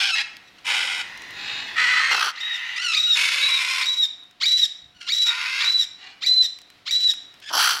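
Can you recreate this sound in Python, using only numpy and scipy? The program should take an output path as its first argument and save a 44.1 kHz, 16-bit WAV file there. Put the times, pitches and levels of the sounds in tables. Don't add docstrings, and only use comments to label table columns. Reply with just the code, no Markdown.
import sys
import numpy as np
from scipy import signal
from scipy.fft import rfft, irfft, next_fast_len
from scipy.io import wavfile
from scipy.ndimage import uniform_filter1d, minimum_filter1d, map_coordinates

SR = 44100
rng = np.random.default_rng(int(sys.argv[2]) if len(sys.argv) > 2 else 0)


def dump_mix(stems):
    frames = np.atleast_2d(stems).T
    limited = np.clip(frames, -1, 1)
    pcm = np.round(limited * 32767).astype(np.int16)
    wavfile.write(sys.argv[1], SR, pcm)


N = 343980
TOP_HZ = 15800


def amp(db):
    return 10 ** (np.asarray(db) / 20)


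def unit(x):
    return x / np.sqrt(np.mean(x ** 2) + 1e-20)


def along(points, hz):
    f, v = np.transpose(points)
    return np.interp(np.log(hz + 1), np.log(f + 1), v)


def read(rows, t):
    s, *columns = np.transpose(rows)
    return [np.interp(t, s, column) for column in columns]


def times(start_s, length_s):
    return start_s + np.arange(max(round(length_s * SR), 256)) / SR


def span(rows):
    return times(rows[0][0], rows[-1][0] - rows[0][0])


def swell(t, attack_s, release_s):
    return np.clip(np.minimum((t - t[0]) / attack_s, (t[-1] - t) / release_s), 0, 1)


def bell(t, centre, width):
    return np.exp(-((t - centre) / width) ** 2)


def wobble(t, knots_per_s):
    return map_coordinates(rng.standard_normal(8192), [(t - t[0]) * knots_per_s], mode="wrap")


def filtered(x, response):
    m = next_fast_len(len(x) + 4096)
    return irfft(rfft(x, m) * response(np.fft.rfftfreq(m, 1 / SR)), m)[:len(x)]


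def coloured(x, points):
    return unit(filtered(x, lambda hz: amp(along(points, hz))))


def resonate(x, points, tilt_db):
    m = next_fast_len(len(x) + 4096)
    hz = np.fft.rfftfreq(m, 1 / SR)
    level_db = along(points, hz) + tilt_db * np.log2(1 + hz / 1000)
    cepstrum = irfft(np.log(amp(level_db)), m)
    cepstrum[1:m // 2] *= 2
    cepstrum[m // 2 + 1:] = 0
    response = np.exp(rfft(cepstrum))
    return unit(irfft(rfft(x, m) * response, m)[:len(x)])


def add(track, t, x):
    room = track[max(round(t[0] * SR), 0):][:len(x)]
    room += (x * swell(t, 0.0011, .0018))[:len(room)]


def cycles(hz):
    return 2 * np.pi * np.cumsum(hz) / SR


def buzz(phase, hz):
    k = np.arange(1, int(TOP_HZ / np.mean(hz)) + 1)[:, None]
    below_nyquist = k * hz < SR / 2
    return unit(np.sum(np.cos(k * phase) * below_nyquist, axis=0))


def rough_voice(t, hz, rough, jitter):
    rough = np.clip(rough, 0, 1)
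    wander = .025 * wobble(t, 45)
    phase = cycles(hz * (1 + rough * (wander + jitter * wobble(t, 650))))
    puffs = unit(rng.standard_normal(len(t)) * (1 + 0.62 * np.cos(phase)))
    return np.sqrt(1 - rough ** 2) * buzz(phase, hz) + rough * puffs


# (time [s], level [dB])
HUSH = [(0.0, -66.5), (1.5, -53.5), (2.02, -56.5), (2.33, -73), (3.19, -61.5), (3.77, -69), (4.31, -68.5),
        (6.37, -66.5), (7.4, -64)]
# (frequency [Hz], relative level [dB])
HUSH_COLOUR = [(20, -13), (48, -1.5), (70, -11), (100, 0), (140, -3), (290, -1.5), (450, -5), (800, -5),
               (1500, -2), (4000, -3.5), (8000, -22.5), (16000, -28.5)]
# (mean frequency [Hz], level [dB])
HUM = [(193.8, -76), (290.7, -74), (667.5, -82), (721.4, -71)]


def hush(over_bass_db=9, hum_db=-1):
    t = np.arange(N) / SR
    level_db = read(HUSH, t)[0] + over_bass_db + wobble(t, 13)
    air = coloured(rng.standard_normal(N), HUSH_COLOUR) * amp(level_db)
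    hum = np.zeros(N)
    for hz, db in HUM:
        phase = cycles(hz * (1 + 0.00306 * wobble(t, 5.5)))
        hum += amp(db + hum_db) * unit(np.sin(phase))
    return air + hum


# (frequency [Hz], time to fall 60 dB [s])
GARDEN = [(200, 0.97), (2000, 0.69), (4000, 0.47), (8000, 0.47), (15000, 0.13)]


def garden(x, build_s=0.0035):
    hz, t, z = signal.stft(rng.standard_normal(SR), SR, nperseg=256)
    decay = amp(-60 * t / along(GARDEN, hz)[:, None])
    build = 1 - np.exp(-t / build_s)
    tail = signal.istft(z * decay * build, SR, nperseg=256)[1]
    return signal.fftconvolve(x, tail / np.linalg.norm(tail))[:N]


# (time [s], half length to 1/e [s], level [dB])
BUMPS = [(4.55, .08, -65), (4.86, 0.046, -61), (4.96, 0.022, -60), (5.405, .03, -62)]
# (frequency [Hz], relative level [dB])
BUMP_COLOUR = [(20, -14), (50, -2), (110, -1), (200, -6), (500, -32), (2000, -67)]


def perch():
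    t = np.arange(N) / SR
    noise = coloured(rng.standard_normal(N), BUMP_COLOUR)
    return noise * sum(amp(db) * bell(t, s, half_s) for s, half_s, db in BUMPS)


# (time [s], level [dB])
CLICKS = [(0.3681, -33.5), (1.1755, -32), (1.2203, -33.5), (1.3076, -34.5), (4.237, -46), (4.3112, -45),
          (6.5878, -35), (6.617, -37), (6.702, -37.5), (7.1376, -28), (7.3414, -42), (7.401, -39)]
# (frequency [Hz], relative level [dB])
CLICK_COLOUR = [(300, -33), (1500, 15), (5000, 11.5), (10000, 1.5), (16000, -3)]


def clicks(gain_db=-2):
    out, t = np.zeros(N), np.arange(SR // 20) / SR
    fade_db = -60 * t / .014
    for s, db in CLICKS:
        tick = coloured(rng.standard_normal(len(t)), CLICK_COLOUR) * amp(db + gain_db + fade_db)
        out[round(s * SR):][:len(t)] += tick
    return out


def mouthed(x, t, throat, shift=0.031):
    low = coloured(x, [(hz * (1 - shift), db) for hz, db in throat])
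    high = coloured(x, [(hz * (1 + shift), db) for hz, db in throat])
    share = (1 + np.tanh(wobble(t, 18.3))) / 2
    return unit(share * high + (1 - share) * low)


def nearby(x, share):
    t = np.arange(SR // 50) / SR
    cluster = rng.standard_normal(len(t)) * np.exp(-t / 0.0066)
    return unit(x + share * signal.fftconvolve(x, cluster / np.linalg.norm(cluster))[:len(x)])


# (frequency [Hz], relative level [dB])
OPENING_THROAT = [(240, -66), (400, -30.5), (707, -26), (775, -18.5), (1250, -16.5), (1780, -7), (2610, 1),
                  (2820, -6), (3390, -3.5), (4080, -7), (5300, -11.5), (7210, -27.5), (10400, -35.5),
                  (14000, -46), (15800, -59)]
FADING_THROAT = [(180, -63), (300, -34), (654, -22.5), (812, -13.5), (1210, -16.5), (1500, -6.5),
                 (1710, -10), (2270, -1.5), (2820, -8), (3730, -5), (4410, -17), (4870, -9.5), (6350, -22),
                 (8700, -24.5), (15800, -49.5)]
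DISTANT_THROAT = [(240, -55), (400, -47), (768, -14.5), (1020, -8.5), (1120, -10.5), (1570, -4), (1940, 7),
                  (2470, -4.5), (2700, 5), (3150, -8), (3660, -0.5), (4390, -11.5), (5350, -12),
                  (7810, -29), (15000, -40.5)]
ANSWER_THROAT = [(240, -57), (400, -23), (584, -27.5), (828, -13), (1010, -18), (1770, -5.5), (2290, -5.5),
                 (2510, -6), (2830, -7.5), (4600, -12), (6420, -30), (7240, -26.5), (15000, -79)]
HARSH_THROAT = [(180, -46), (300, -63), (812, -16.5), (1040, -18), (1270, -4.5), (1430, -7), (1660, -11.5),
                (1920, 0.5), (2310, -13.5), (2550, -3.5), (3440, -14), (4330, -11.5), (6450, -29),
                (7370, -31), (15800, -56)]
LONG_THROAT = [(180, -58), (300, -55), (676, -31.5), (1040, -13), (1230, -17), (1520, -11), (1710, -13.5),
               (2270, -0.5), (2770, -9), (3730, -8.5), (4330, -13.5), (4950, -11), (6450, -21.5),
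               (10800, -30), (15800, -48)]
LATE_THROAT = [(240, -93), (400, -57), (474, -47), (812, -30.5), (991, -18.5), (1480, -11), (1750, -23),
               (1950, -1), (2140, -12.5), (2380, -7.5), (3190, -18.5), (5140, -21), (7670, -36),
               (13500, -49), (15800, -52)]
# (start [s], length [s], attack [s], release [s], level before the fade [dB],
#             fade over the call [dB], first pitch [Hz], last pitch [Hz], mid-call roughness [0-1],
#             echo send [dB], throat)
SCREECHES = [ (0, 0.12, 0.003, 0.0066, -18.5, 6.5, 749, 793, 0.51, -16, OPENING_THROAT),
             (.148, 0.086, 0.0061, 0.026, -23, -1, 890.5, 902, 0.68, -12, OPENING_THROAT),
             (.643, 0.39, 0.056, 0.017, -18, 12.5, 750.7, 763.2, 0.85, -11, FADING_THROAT),
             (1.029, .32, .01, 0.011, -41.5, 3.5, 979, 988, 0.76, -1, DISTANT_THROAT),
             (1.308, 0.41, 0.16, 0.11, -29, 6.5, 828.3, 880, 0.85, -2.5, ANSWER_THROAT),
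             (1.659, 0.13, .01, .01, -38, 1.5, 860, 854, .95, -1, DISTANT_THROAT),
             (1.756, 0.4, 0.031, 0.0071, -18.5, 3, 466.5, 536, .5, -9.5, HARSH_THROAT),
             (2.3, .5, 0.15, .025, -32.5, -0.5, 483.7, 474.8, 0.75, -3.5, DISTANT_THROAT),
             (3.145, .35, 0.033, 0.022, -18.5, 7, 505.2, 553, .74, -10, LONG_THROAT),
             (3.475, .41, .015, 0.092, -24.5, -2, 532, 510.2, .54, -10.5, LONG_THROAT),
             (5.24, .49, 0.045, 0.1, -29.5, -6.5, 467.4, 570, 0.56, -12.5, LATE_THROAT),
             (5.96, 0.2, 0.082, 0.093, -42, 2, 760, 825, 0.9, -6, ANSWER_THROAT), ]
FLUTTER_HZ, FLUTTER_DB = 85.26, 3
SCREECH_JITTER = .12
CLEARING = .18


def screeches():
    direct, scattered = np.zeros(N), np.zeros(N)
    for (start_s, length_s, attack_s, release_s, db, fade_db,
         first_hz, last_hz, rough, echo_db, throat) in SCREECHES:
        t = times(start_s, length_s)
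        u = (t - start_s) / length_s
        surge_phase = cycles(FLUTTER_HZ * (1 + 0.3994 * wobble(t, 110)))
        flutter = np.tanh(0.76 * np.sin(surge_phase) + 0.687 * wobble(t, 200))
        bend = 1 + 0.0157 * flutter + 0.012 * wobble(t, 35.16)
        hz = (first_hz + (last_hz - first_hz) * u) * bend
        roughness = rough - CLEARING * (u - .5) + 0.0693 * wobble(t, 14)
        voice = rough_voice(t, hz, roughness, SCREECH_JITTER)
        voice = mouthed(nearby(voice, share=0.89) * amp(FLUTTER_DB * flutter), t, throat)
        level_db = db - fade_db * u + 0.62 * wobble(t, 44.6)
        call = voice * swell(t, attack_s, release_s) * amp(level_db)
        add(direct, t, call)
        add(scattered, t, call * amp(echo_db))
    return direct, scattered


# (start [s], length [s], rise [s], first pitch [Hz], top pitch [Hz], last pitch [Hz],
#         mid-call level [dB], swell over the call [dB], typical roughness [0-1])
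YELPS = [ (0.088, 0.071, .012, 1300, 1422, 1292, -26.5, 4.5, 0.17),
         (0.434, 0.06, 0.042, 1937, 1970, 1840, -54.5, 1, 0.24),
         (0.581, 0.019, 0.0036, 1520, 1570, 1246, -50.5, -16, 0.15),
         (2.0, .13, 0.096, 2095, 2180, 2060, -31, 6, 0.08),
         (2.114, .11, .006, 1393, 1418, 1275, -28, -8, .23),
         (2.754, 0.094, 0.077, 1147, 1540, 1540, -31, 4.5, 0.36),
         (2.838, 0.16, 0.0042, 1564, 1543, 1201, -26.5, -0.5, .25),
         (3.062, .07, 0.042, 1414, 1414, 1370, -35, 2, 0.6),
         (4.943, 0.069, .04, 1445, 1454, 1415, -55, 15, 0.26),
         (5.003, 0.077, 0.013, 1417, 1497, 1410, -39.5, -7, 0.49),
         (7.414, .092, .065, 1617, 1730, 1595, -42, 15, 0.5), ]
# (frequency [Hz], relative level [dB])
YELP_THROAT = [(500, -40), (1400, -1), (2600, 8.5), (4300, 1.5), (5400, -0.5), (7000, -10.5), (9500, -19),
               (11000, -29), (16000, -38)]
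YELP_EDGE_S = 0.0071
YELP_FALL_SHAPE = .5


def yelps():
    out = np.zeros(N)
    for start_s, length_s, rise_s, first_hz, top_hz, last_hz, db, swell_db, roughness in YELPS:
        t = times(start_s, length_s)
        rising = np.clip((t - start_s) / rise_s, 0, 1)
        falling = np.clip((t - start_s - rise_s) / (length_s - rise_s), 0, 1)
        hz = first_hz + (top_hz - first_hz) * rising + (last_hz - top_hz) * falling ** YELP_FALL_SHAPE
        catches = roughness * amp(4.9 * np.tanh(wobble(t, 68.9)))
        voice = coloured(rough_voice(t, hz, catches, jitter=0.09), YELP_THROAT)
        level_db = db + swell_db * ((t - start_s) / length_s - .5) + 5.4 * np.tanh(wobble(t, 143.3))
        add(out, t, voice * swell(t, YELP_EDGE_S, YELP_EDGE_S) * amp(level_db))
    return out


# (frequency [Hz], relative level [dB])
GROWL_THROAT = [(40, -44), (200, -30), (500, -23), (850, -10.5), (1380, 8), (1900, -7), (2600, -8.5),
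                (3200, 0), (3700, -12), (4450, -1), (5150, -13), (5950, -6.5), (6700, -25.5), (7700, -19.5),
                (8700, -31), (9700, -18.5), (10700, -22), (12000, -40), (13200, -23), (15500, -36)]
NARROW_THROAT = [(40, -61), (300, -13.5), (550, -8.5), (900, 5), (1450, 4.5), (2300, -24.5), (3150, -2.5),
                 (3750, -17), (4450, -6), (5900, -9.5), (6700, -27), (7700, -21), (9000, -47),
                 (11200, -18.5), (12600, -36), (15500, -36)]


def growl(call, throb_hz, scatter, tilt_db):
    t = span(call)
    db, rate_hz, throb_db, opening = read(call, t)
    throb = np.sin(cycles(throb_hz * (1 + .1 * wobble(t, 40))))
    turns = np.cumsum(rate_hz * (1 - 0.11 * throb + scatter * wobble(t, 400))) / SR
    strikes = np.diff(np.floor(turns), prepend=0)
    slaps = strikes * amp(1.0 * rng.standard_normal(len(t))) / np.sqrt(rate_hz)
    air = rng.standard_normal(len(t)) * np.exp(-4 * (turns % 1))
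    source = (unit(slaps) + 1.13 * unit(air)) * amp(throb_db * throb)
    gape = np.clip(opening + 0.2 * throb, 0, 1)
    wide = gape * resonate(source, GROWL_THROAT, tilt_db)
    narrow = (1 - gape) * resonate(source, NARROW_THROAT, tilt_db)
    out = np.zeros(N)
    add(out, t, unit(wide + narrow) * amp(db))
    return out


# (time [s], level [dB], mean pulse rate [Hz], throb depth [dB], beak opening [0-1])
FIRST_GROWL = [(2.11, -24.5, 480, 7.5, 0.15), (2.2, -25, 370, 7.5, 0.82), (2.238, -19.5, 368, 3.5, 0.96),
               (2.296, -24.5, 330, -3, 1), (2.32, -39, 260, -1, 1)]
GRUNT = [(7.502, -32, 327, -3, .2), (7.527, -35.5, 305, 0, .1)]
LAST_GROWL = [(7.526, -26, 303.4, 0, .1), (7.543, -20, 290.9, -2, .05), (7.568, -16.5, 270.1, -3.5, .15),
              (7.576, -17, 802.4, 7, .35), (7.605, -13.5, 853.6, 0, 0.85), (7.68, -16, 763, 8.5, 0.93),
              (7.71, -19, 438, 1.5, 0.79), (7.797, -31.5, 324.4, -4.5, 0.9)]


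def growls():
    return (growl(FIRST_GROWL, throb_hz=59.55, scatter=0.18, tilt_db=-0.5)
            + growl(GRUNT, throb_hz=53.6, scatter=0.063, tilt_db=-2)
            + growl(LAST_GROWL, throb_hz=57.95, scatter=.1, tilt_db=4))


CLIMB, CLIMB_S = 0.0401, 0.0222
SAG, SAG_S = 0.089, .021


def whistle_pitch(t, start_s, end_s, top_hz):
    climb = CLIMB * np.exp((start_s - t) / CLIMB_S)
    sag = SAG * np.exp(np.minimum(t - end_s, 0) / SAG_S)
    return top_hz * (1 - climb - sag)


# (time from the whistle's start [s], pitch [Hz], relative level [dB])
UPSWEEP = [(-.055, 899, -26.5), (-.042, 1106, -1.5), (-.032, 1448, 0.5), (-.023, 2018, 4.5),
           (-.014, 2250, 5.5), (.004, 2363, -0.5)]
# (frequency [Hz], relative level [dB])
SWEEP_THROAT = [(700, -21.5), (1300, -6.5), (2200, -3.5), (2700, 0), (3900, 7.5), (4500, -0.5), (5000, 0.5),
                (5600, -7), (6500, -15), (7400, -13.5), (8200, -29), (11500, -33), (12600, -38),
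                (15500, -31)]


def upsweep(start_s, sweep_db):
    t = span(UPSWEEP)
    hz, db = read(UPSWEEP, t)
    crack = 0.22 + .5 * bell(t, -0.0344, 0.0058)
    voice = coloured(rough_voice(t, hz, crack, jitter=0.14), SWEEP_THROAT)
    return t + start_s, voice * amp(db + sweep_db + 2.1 * wobble(t, 172))


# (multiple, relative level [dB])
OVERTONES = [(1, 13), (2, -25.5), (3, -29), (4, -48)]
ONSET_DB, ONSET_S = 5.5, 0.023
DIP_WIDTH = 0.064
PUSH_BEFORE_END_S, PUSH_WIDTH_S = 0.021, 0.011
RELEASE_DB, RELEASE_S = 16.5, .008


def tone(start_s, length_s, top_hz, db, dip_at, dip_db, push_db):
    t, end_s = times(start_s, length_s), start_s + length_s
    unstable = np.exp((start_s - t) / 0.033) + np.exp((t - end_s) / 0.022)
    drift = 0.0021 * wobble(t, 49.7) + (0.00049 + 0.021 * unstable) * wobble(t, 405.6)
    phase = cycles(whistle_pitch(t, start_s, end_s, top_hz) * (1 + drift))
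    voice = unit(sum(amp(level) * np.sin(k * phase) for k, (_, level) in enumerate(OVERTONES, 1)))
    push = push_db * bell(t, end_s - PUSH_BEFORE_END_S, PUSH_WIDTH_S)
    dip = dip_db * bell((t - start_s) / length_s, dip_at, DIP_WIDTH)
    onset = ONSET_DB * np.exp((start_s - t) / ONSET_S)
    release = RELEASE_DB * np.exp((t - end_s) / RELEASE_S)
    flicker = 0.84 * wobble(t, 41) + (1.9 + 4.3 * unstable) * np.tanh(wobble(t, 127))
    return t, voice * amp(db + push - dip - onset - release + flicker)


# (frequency [Hz], relative level [dB])
RASP_THROAT = [(1100, -31), (1800, -7.5), (2250, -8), (2650, -5), (3700, 7.5), (4600, -1), (5500, 5.5),
               (6400, -7), (7400, -3), (8800, -22), (10800, -17), (12600, -19.5), (13700, -23),
               (15500, -24.5)]


def rasp(start_s, length_s, top_hz, under_db, ends_db, overhang_s=0.01524):
    t, end_s = times(start_s, length_s + overhang_s), start_s + length_s
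    bursts = np.exp((start_s - t) / 0.03) + bell(t, end_s - .014, 0.019)
    release = np.exp((t - t[-1]) / 0.01288)
    hz = whistle_pitch(t, start_s, end_s, top_hz) / 2 * (1 - 0.167 * release)
    voice = coloured(rough_voice(t, hz, .9 - 0.32 * bursts, jitter=0.0572), RASP_THROAT)
    undertone = amp(under_db + 6.4 * np.tanh(wobble(t, 58.7))) * (1 - release)
    flicker = amp(2.1 * np.tanh(wobble(t, 303.6)))
    return t, voice * (undertone + amp(ends_db - 5.5) * bursts) * flicker


# (start [s], length [s], top pitch [Hz], level [dB], place of the dip [0-1],
#            dip depth [dB], last push [dB], upsweep gain [dB], rasp under the tone [dB],
#            rasp at its ends before a trim [dB])
WHISTLES = [ (2.403, .17, 3810, -29.5, .25, 1, 1, -41.5, -54, -34.5),
            (2.969, .19, 3833, -19, 0.3, 13, 3.5, -27, -38, -26.5),
            (3.412, 0.18, 3906, -19, 0.45, 10, -4.5, -32.5, -54, -45),
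            (3.856, 0.2, 3890, -20, 0.51, 22, 6.5, -30, -38.5, -25.5),
            (4.456, 0.2, 3936, -18, 0.64, 7.5, 4.5, -24, -32.5, -30.5),
            (5.12, 0.19, 3935, -18.5, .22, 4.5, 2.5, -26.5, -32, -33),
            (5.644, .195, 3972, -17.5, .42, 3.5, -5, -27, -36, -28),
            (6.262, 0.2, 4038, -15.5, .46, 5, -7, -30, -41, -24.5),
            (6.909, 0.21, 3953, -19, 0.34, 2, 6, -30.5, -36, -25.5), ]


def whistles():
    out = np.zeros(N)
    for (start_s, length_s, top_hz, db, dip_at, dip_db, push_db,
         sweep_db, under_db, ends_db) in WHISTLES:
        add(out, *upsweep(start_s, sweep_db))
        add(out, *tone(start_s, length_s, top_hz, db, dip_at, dip_db, push_db))
        add(out, *rasp(start_s, length_s, top_hz, under_db, ends_db))
    return out


def scene():
    flock, scattered = screeches()
    yelpers, whistler = yelps(), whistles()
    near = growls() + clicks()
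    echo = garden(scattered + amp(-9.0) * yelpers + amp(-11.5) * whistler + amp(-22.0) * near)
    return (flock + yelpers + whistler + near + echo + perch() + hush())[None]


def record(dry, ceiling=0.45, hold_s=0.0024):
    width = max(int(hold_s * SR), 32)
    needed = ceiling / np.maximum(np.abs(dry[0]), ceiling)
    gain = uniform_filter1d(minimum_filter1d(needed, width), width)
    return filtered(dry[0] * gain, lambda hz: hz < TOP_HZ)[None]


dry = scene()
out = record(dry)
dump_mix(out)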